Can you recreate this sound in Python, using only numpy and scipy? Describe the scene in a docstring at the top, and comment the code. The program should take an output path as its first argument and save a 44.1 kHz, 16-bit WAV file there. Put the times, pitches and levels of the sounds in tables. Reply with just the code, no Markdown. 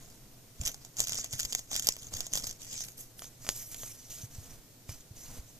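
"""At a table in a quiet room, hands pull a thin plastic card sleeve from a pack beside a two-port microphone,
then open it in front. Buckling creases make the film snap: each is a sharp step with a brief shiver and a
ringing stiff edge. Finger friction is filtered noise, part smooth hiss and part dense small crackles.
Wrists bump and drag on the table as decaying low sines and dark noise; air noise, a hum and a thin whine
fill the room."""
import sys
import numpy as np
from scipy import signal
from scipy.fft import rfft, irfft
from scipy.io import wavfile
from scipy.ndimage import uniform_filter1d, map_coordinates

SR = 44100
rng = np.random.default_rng(int(sys.argv[2]) if len(sys.argv) > 2 else 0)


def waveform_to_disk(signal):
    """Save audio, clipped to [-1, 1], as 16-bit WAV at the path in sys.argv[1]."""
    frames = np.transpose(np.atleast_2d(signal))
    scaled = np.clip(frames, -1, 1) * 32767
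    samples = np.round(scaled).astype(np.int16)
    wavfile.write(sys.argv[1], SR, samples)


N = 246519


def gain_of(db):
    """Level definition: decibels to an amplitude factor."""
    return 10 ** (np.asarray(db) / 20)


def evened(x):
    """Power normalisation: scales to rms 1."""
    return x / np.sqrt(np.mean(x ** 2) + 1e-20)


def read(points, hz):
    """Logarithmic pitch scale: interpolates a spectrum table along log frequency."""
    f, value = np.transpose(points)
    return np.interp(np.log(hz + 1), np.log(f + 1), value)


def curves(rows):
    """Linear interpolation in time: each column of a timed table, sample by sample."""
    s, *columns = np.transpose(rows)
    return [np.interp(np.arange(N) / SR, s, column) for column in columns]


def colour(x, points):
    """Minimum-phase filtering: a causal response of energy 1 with the spectral shape of the table."""
    hz = abs(np.fft.fftfreq(8192, 1 / SR))
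    log_gain = np.log(gain_of(read(points, hz)))
    # the Hilbert transform of the log gain gives the minimum phase
    spectrum = np.exp(np.conj(signal.hilbert(log_gain)))
    taps = np.fft.ifft(spectrum).real[:4096]
    taps /= np.linalg.norm(taps)
    return signal.oaconvolve(x, taps[None], axes=-1)[..., :N]


def add(mix, s, sound):
    """Superposition: mixes a short sound in at time s."""
    part = mix[round(s * SR):][:len(sound)]
    part += sound[:len(part)]


def wavering(hz, width_hz, db, steady):
    """Narrow-band modulation: a tone whose height and phase wander slowly about a steady part."""
    r = np.exp(-np.pi * width_hz / SR)
    noise = rng.standard_normal(N) + 1j * rng.standard_normal(N)
    drift = signal.lfilter([1], [1, -r], noise)
    carrier = np.exp(2j * np.pi * hz * np.arange(N) / SR)
    tone = (steady + drift / np.std(drift)) * carrier
    return gain_of(db) * evened(tone.real)


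# spectral shape of air handling and microphone hiss: f/Hz, relative level/dB
ROOM_SPECTRUM = [(25, 6.5), (60, -45), (120, -0.5), (250, 5), (700, -4.5), (1200, -10), (3000, -10),
                 (6500, -5), (9500, -9.5), (13500, -7.5), (14800, -17)]
# left-right likeness of that noise: f/Hz, likeness [0-1]
ROOM_LIKENESS = [(130, 1), (640, 0.42), (1400, 0.023), (3000, 0.0059)]


def room(air_db=-59):
    """Diffuse-field coherence: air handling and microphone hiss, alike in the bass only, with hum and whine."""
    hz = np.fft.rfftfreq(N, 1 / SR)
    a, b = rfft(rng.standard_normal((2, N))) * gain_of(read(ROOM_SPECTRUM, hz))
    same = np.clip(read(ROOM_LIKENESS, hz), 0, 1)
    air = irfft(np.array([a, same * a + np.sqrt(1 - same ** 2) * b]), N)
    hum = wavering(hz=120, width_hz=16, db=-62.5, steady=.4)
    whine = wavering(hz=13899, width_hz=4, db=-74, steady=3)
    return gain_of(air_db) * evened(air) + hum + whine


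# strokes of the fingers over the film: start t/s, hold t/s, level/dB, gain of the treble/dB
STROKES = [(0.0, 0.14, -61.5, -5), (0.613, 0.036, -42.5, -3.5), (0.658, 0.015, -36, 3.5),
           (0.813, 0.049, -57, -8), (0.987, 0.028, -31.5, 0.5), (1.087, 0.096, -37, -4.5),
           (1.201, 0.045, -40.5, -7), (1.324, 0.016, -38, -1), (1.393, 0.054, -40, 3),
           (1.496, 0.089, -42, 1), (1.716, 0.063, -35, -1), (1.832, 0.075, -38, -1),
           (1.99, 0.076, -49.5, -1), (2.128, 0.054, -41.5, -1), (2.21, 0.044, -43.5, -17),
           (2.337, 0.036, -33.5, 1), (2.441, 0.041, -38.5, -1.5), (2.607, 0.078, -47, 0.5),
           (2.707, 0.12, -41, -3), (2.81, 0.076, -53, 13), (2.981, 0.038, -51, 13.5),
           (3.187, 0.0049, -55, 19.5), (3.226, 0.029, -49.5, 8), (3.425, 0.03, -49.5, 7),
           (3.475, 0.13, -47, 9.5), (3.562, 0.13, -56, 18.5), (3.717, 0.016, -42.5, 10),
           (3.785, 0.12, -46, 11.5), (3.942, 0.23, -56, 9.5), (4.107, 0.036, -46, 9),
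           (4.17, 0.063, -48.5, 7), (4.314, 0.21, -55, 5.5), (4.89, 0.042, -49, 6),
           (5.003, 0.0055, -56.5, -3), (5.17, 0.21, -52, 7), (5.47, 0.084, -60, 7)]


def strokes(grip_db_per_s=908, release_db_per_s=277, rest_db=-70):
    """Power addition of envelopes: each stroke catches fast, holds and lets go slower; also the treble gain/dB."""
    t = np.arange(N) / SR
    power = top = gain_of(2 * rest_db)
    for start, hold, db, top_db in STROKES:
        before = np.maximum(start - t, 0)
        after = np.maximum(t - start - hold, 0)
        fall = grip_db_per_s * before + release_db_per_s * after
        power = power + gain_of(2 * (db - fall))  # doubled dB: a factor on power
        top = top + gain_of(2 * (db + top_db - fall))
    return 10 * np.log10(power), 10 * np.log10(top / power)


# hands and wrists knocking the table: t/s, peak level before the port balance/dB, f/Hz
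BUMPS = [(0.6, -28.5, 61), (0.616, -38, 122.7), (0.653, -41, 40.4), (1.002, -44, 45), (1.334, -37.5, 123),
         (1.444, -37, 39.46), (2.142, -37, 88), (2.161, -49, 47), (4.235, -36, 111), (4.383, -35.5, 90),
         (4.891, -34, 95.8), (5.109, -40.5, 98.6), (5.391, -36, 53.7)]
# hands resting and dragging on the table top: t/s, level while the strokes are at -50 dB/dB
DRAG = [(0, -48), (.6, -49.5), (1.1, -58), (1.75, -57), (2.15, -51.5), (2.8, -57), (3.25, -51.5),
        (3.6, -56), (4.15, -55.5), (4.35, -51), (4.55, -46), (4.7, -54.5), (5.2, -51.5), (5.4, -44),
        (5.46, -53)]
# spectral shape of the drag: f/Hz, relative level/dB
TABLE_SPECTRUM = [(20, 8.5), (60, -5), (130, -0.5), (200, -10), (276, -6.5), (370, -23.5), (490, -10),
                  (570, -20), (657, -11), (800, -20.5), (2500, -25.5)]


def table(lumps_db=2.5, follow=0.48, t60=0.057):
    """Structure-borne sound: low knocks and a lumpy drag, rising with each stroke, reach both ports by the stand."""
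    knocks, t = np.zeros(N), np.arange(SR // 4) / SR
    for s, db, hz in BUMPS:
        onset = 1 - np.exp(-t / 0.0028)
        knock = gain_of(-60 * t / t60) * np.sin(2 * np.pi * hz * t) * onset
        add(knocks, s, gain_of(db) * knock / abs(knock).max())
    lumps = gain_of(lumps_db * evened(uniform_filter1d(rng.standard_normal(N), 800)))
    drag_db = curves(DRAG)[0] + follow * (strokes()[0] + 50)
    rough = evened(lumps) * rng.standard_normal((2, N))
    a, b = colour(rough, TABLE_SPECTRUM) * gain_of(drag_db)
    balance = gain_of([[-.8], [.8]])  # left, right
    return balance * (knocks + a + 0.3 * np.array([b, -b]))


def echoes(x, t60=0.033, first_ms=0.94):
    """Early reflection: table top, stacked packs and walls answer with a short tail of sparse taps."""
    t = np.arange(SR // 4) / SR
    taps = rng.choice([-1., 1.], (2, len(t))) * (rng.random((2, len(t))) < .08)
    taps *= gain_of(-60 * t / t60) * (1000 * t > first_ms)
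    taps /= np.linalg.norm(taps, axis=1, keepdims=True)
    return signal.oaconvolve(x, taps, axes=1)[:, :N]


# how the film is handled: t/s, likeness of the ports below the treble [0-1], crackle share of power [0-1]
HANDS = [(2.5, 0.84, 0.56), (2.6, 0.32, 0.45), (3.18, 1, 0)]
# the sleeve moves from the right to the front: t/s, delay of the left port/ms
PLACE = [(3.1, .16), (3.18, .03)]


def ports(x, other, apart_hz=8500, apart=0.037):
    """Path difference and coherence: the left port hears late, and partly by another path, mostly in the treble."""
    delay_ms, same = curves(PLACE)[0], curves(HANDS)[0]
    heard_at = np.arange(N) - delay_ms * SR / 1000
    late = map_coordinates(x, [heard_at], order=5, mode="nearest")
    top = 1 / (1 + (apart_hz / (np.fft.rfftfreq(N, 1 / SR) + 1)) ** 6)
    left = 0
    for band, like in ((1 - top, same), (top, apart * same)):
        like = np.clip(like, 0, 1)
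        blend = like * late + np.sqrt(1 - like ** 2) * other
        left = left + irfft(band * rfft(blend), N)
    return np.array([left, x])


def patchy(x, depth_db, width=4, length=20):
    """Time-frequency modulation: random patches give each crease and stroke its own colour."""
    hz, t, z = signal.stft(x, nperseg=256, noverlap=192)
    field = rng.standard_normal((len(hz), len(t)))
    field = uniform_filter1d(field, width, 0)  # across frequency
    field = evened(uniform_filter1d(field, length, 1))  # along time
    shaped = z * evened(gain_of(depth_db * field))
    return signal.istft(shaped, nperseg=256, noverlap=192)[1][..., :N]


# spectral shape of the film's crackles and snaps: f/Hz, relative level/dB
FILM_SPECTRUM = [(500, -47.5), (1500, -11), (2700, -8.5), (3350, 1), (4100, -7.5), (4900, 2), (5500, 0.5),
                 (6750, 7), (7600, 0.5), (9000, -8), (11500, -4.5), (12700, -9), (13600, 0), (14800, -56)]
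# spectral shape of the smooth friction: f/Hz, relative level/dB
HISS_SPECTRUM = [(700, -21), (2500, -7.5), (4300, -6), (6500, 7.5), (8000, -0.5), (10300, -11), (12700, -6),
                 (14500, -20)]


def rub(per_s=330, spread_db=6.5, flutter_db=2, grain_ms=1.0, sheen_hz=9500, patch_db=3.0):
    """Stick-slip friction: smooth hiss plus many small random creases, both following the strokes."""
    crackle = np.clip(curves(HANDS)[1], 0, 1)
    sizes = gain_of(spread_db * np.minimum(rng.exponential(1, N), 2.6))
    sizes *= rng.random(N) < per_s / SR  # creases fall at random times
    creases = evened(signal.lfilter([1], [1, -np.exp(-1000 / grain_ms / SR)], sizes))
    slips = evened(uniform_filter1d(rng.standard_normal(N), 400))  # the grip slips
    flutter = evened(gain_of(flutter_db * slips))
    film = colour(np.sqrt(crackle) * creases * rng.standard_normal((2, N)), FILM_SPECTRUM)
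    film += colour(np.sqrt(1 - crackle) * flutter * rng.standard_normal((2, N)), HISS_SPECTRUM)
    film = patchy(film, patch_db)
    high_pass = signal.butter(4, sheen_hz, "high", fs=SR, output="sos")
    top = signal.sosfiltfilt(high_pass, film)
    level_db, sheen_db = strokes()
    stroked = gain_of(level_db) * (film + (gain_of(sheen_db) - 1) * top)
    return ports(*stroked)


# modes of the sleeve's stiff edge: f/Hz, relative level/dB, t60/s
EDGE_MODES = [(650, -24, .02), (1100, -17, .007), (1800, -18, .006), (2330, -20, .006), (3400, -5, .004),
              (4900, -4, .004), (6500, 3, .003)]


def edge(blow_db, bend, dull_db_per_khz=.2, wander_per_db=.004):
    """Modal decay, energy 1: weaker blows wake the high modes less and find the edge bent out of tune."""
    t = np.arange(2048) / SR
    under_db = max(db + body_db for s, db, body_db in SNAPS) - blow_db  # below the strongest blow
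    hz, db, t60 = np.transpose(EDGE_MODES)[..., None]
    tuned_hz = hz + hz * wander_per_db * under_db * bend[:, None]
    dull_db = dull_db_per_khz * under_db * hz / 1000
    fade = gain_of(db - dull_db - 60 * t / t60)
    ring = (fade * np.sin(2 * np.pi * tuned_hz * t)).sum(0)
    return ring / np.linalg.norm(ring)


# creases that flip over: t/s, strength level/dB, stiff body relative to the snap level/dB
SNAPS = [(0.6624, -5, -23), (0.6704, -7, -18), (0.6762, -8, -23), (0.7436, -18, -15), (0.849, -19, -17),
         (0.9687, -16, -19), (0.994, -7, -15), (1.0031, 1, -12), (1.0161, -12, -13), (1.0373, -14, -18),
         (1.0711, -9, -21), (1.0827, -10, -28), (1.0942, -7, -20), (1.1212, -8, -16), (1.1445, -11, -17),
         (1.1547, -11, -16), (1.1863, -15, -7), (1.2121, -16, -25), (1.2438, -9, -15), (1.328, -17, -20),
         (1.3343, -13, -13), (1.3933, -10, -23), (1.3984, -4, -26), (1.4049, -7, -34), (1.4313, -10, -26),
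         (1.4505, -8, -20), (1.4542, -11, -22), (1.5245, -8, -21), (1.5298, -8, -16), (1.5495, -1, -18),
         (1.5917, -13, -21), (1.7155, -16, -6), (1.7309, -10, -13), (1.7539, -11, -11), (1.763, -4, -31),
         (1.7959, -5, -25), (1.8231, -14, -21), (1.8703, 2, -22), (1.8762, -10, -18), (1.8877, 5, -9),
         (1.9658, -19, -10), (2.1379, -13, -10), (2.1684, -15, -25), (2.2055, -6, -20), (2.2668, -14, -14),
         (2.3354, -2, -20), (2.3545, -6, -11), (2.3737, -7, -11), (2.4416, -12, -11), (2.4704, -15, -18),
         (2.5109, -16, -19), (2.618, -21, -20), (2.729, -19, -22), (2.741, -18, -22), (2.779, -21, -20),
         (2.807, -16, -14), (2.8849, -20, -19), (3.1932, -20, -24), (3.2203, -21, 0), (3.2435, -23, -7),
         (3.448, -34, 6), (3.4665, -19, -3), (3.475, -32, 5), (3.4899, -7, 7), (3.4998, -15, -13),
         (3.7447, -16, -17), (3.8337, -28, 8), (4.8925, -31, 8)]


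def snaps(shiver_ms=1.0):
    """Snap-through buckling: a faint tear, one sharp step, and a millisecond of shiver in the film."""
    ms = np.arange(-60, 200) * 1000 / SR
    shape = np.exp(-(ms / shiver_ms * (1 + 1.2 * (ms < 0))) ** 2)  # shorter before the step
    loose = gain_of(-.5 * np.array(SNAPS)[:, 1, None, None])  # weak snaps tear, strong ones flip clean
    shivers = .2 * loose * rng.standard_normal((len(SNAPS), 2, len(ms))) * shape
    shivers[:, 0, ms == 0] = 1
    # strength counts what the film radiates
    weight = gain_of(read(FILM_SPECTRUM, np.fft.rfftfreq(len(ms), 1 / SR)))
    radiated = np.linalg.norm(rfft(shivers) * weight, axis=2, keepdims=True)
    shivers /= radiated / np.linalg.norm(weight)
    # the stiff parts feel mostly the step
    steps = 0.03 * rng.standard_normal(shivers.shape) * shape + (ms == 0)
    bends = rng.standard_normal((len(SNAPS), len(EDGE_MODES)))
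    skin, body = np.zeros((2, N)), np.zeros((2, N))
    for (s, db, body_db), pair, step, bend in zip(SNAPS, shivers, steps, bends):
        ring = edge(db + body_db, bend)
        for k in (0, 1):  # the direct and the other path
            add(skin[k], s - .001, gain_of(db) * pair[k])
            add(body[k], s - .001, gain_of(db + body_db) * np.convolve(step[k], ring))
    return ports(*(colour(skin, FILM_SPECTRUM) + body))


def scene():
    """Superposition: film close by, with its echoes, over the table and the room."""
    film = snaps() + rub()
    wet = gain_of(-11) * echoes(film)
    balance = gain_of([[-.3], [.3]])  # left, right
    return film * balance + wet + table() + room()


def record(dry):
    """Low-pass response: the microphone fades out towards the top, then the band limit."""
    fade_out = signal.butter(24, 14800, fs=SR, output="sos")
    dull = signal.sosfilt(fade_out, dry)
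    band_limit = signal.firwin(511, 16400, window=("kaiser", 9), fs=SR)
    return signal.oaconvolve(dull, band_limit[None], "same")


dry = scene()
out = record(dry)
waveform_to_disk(out)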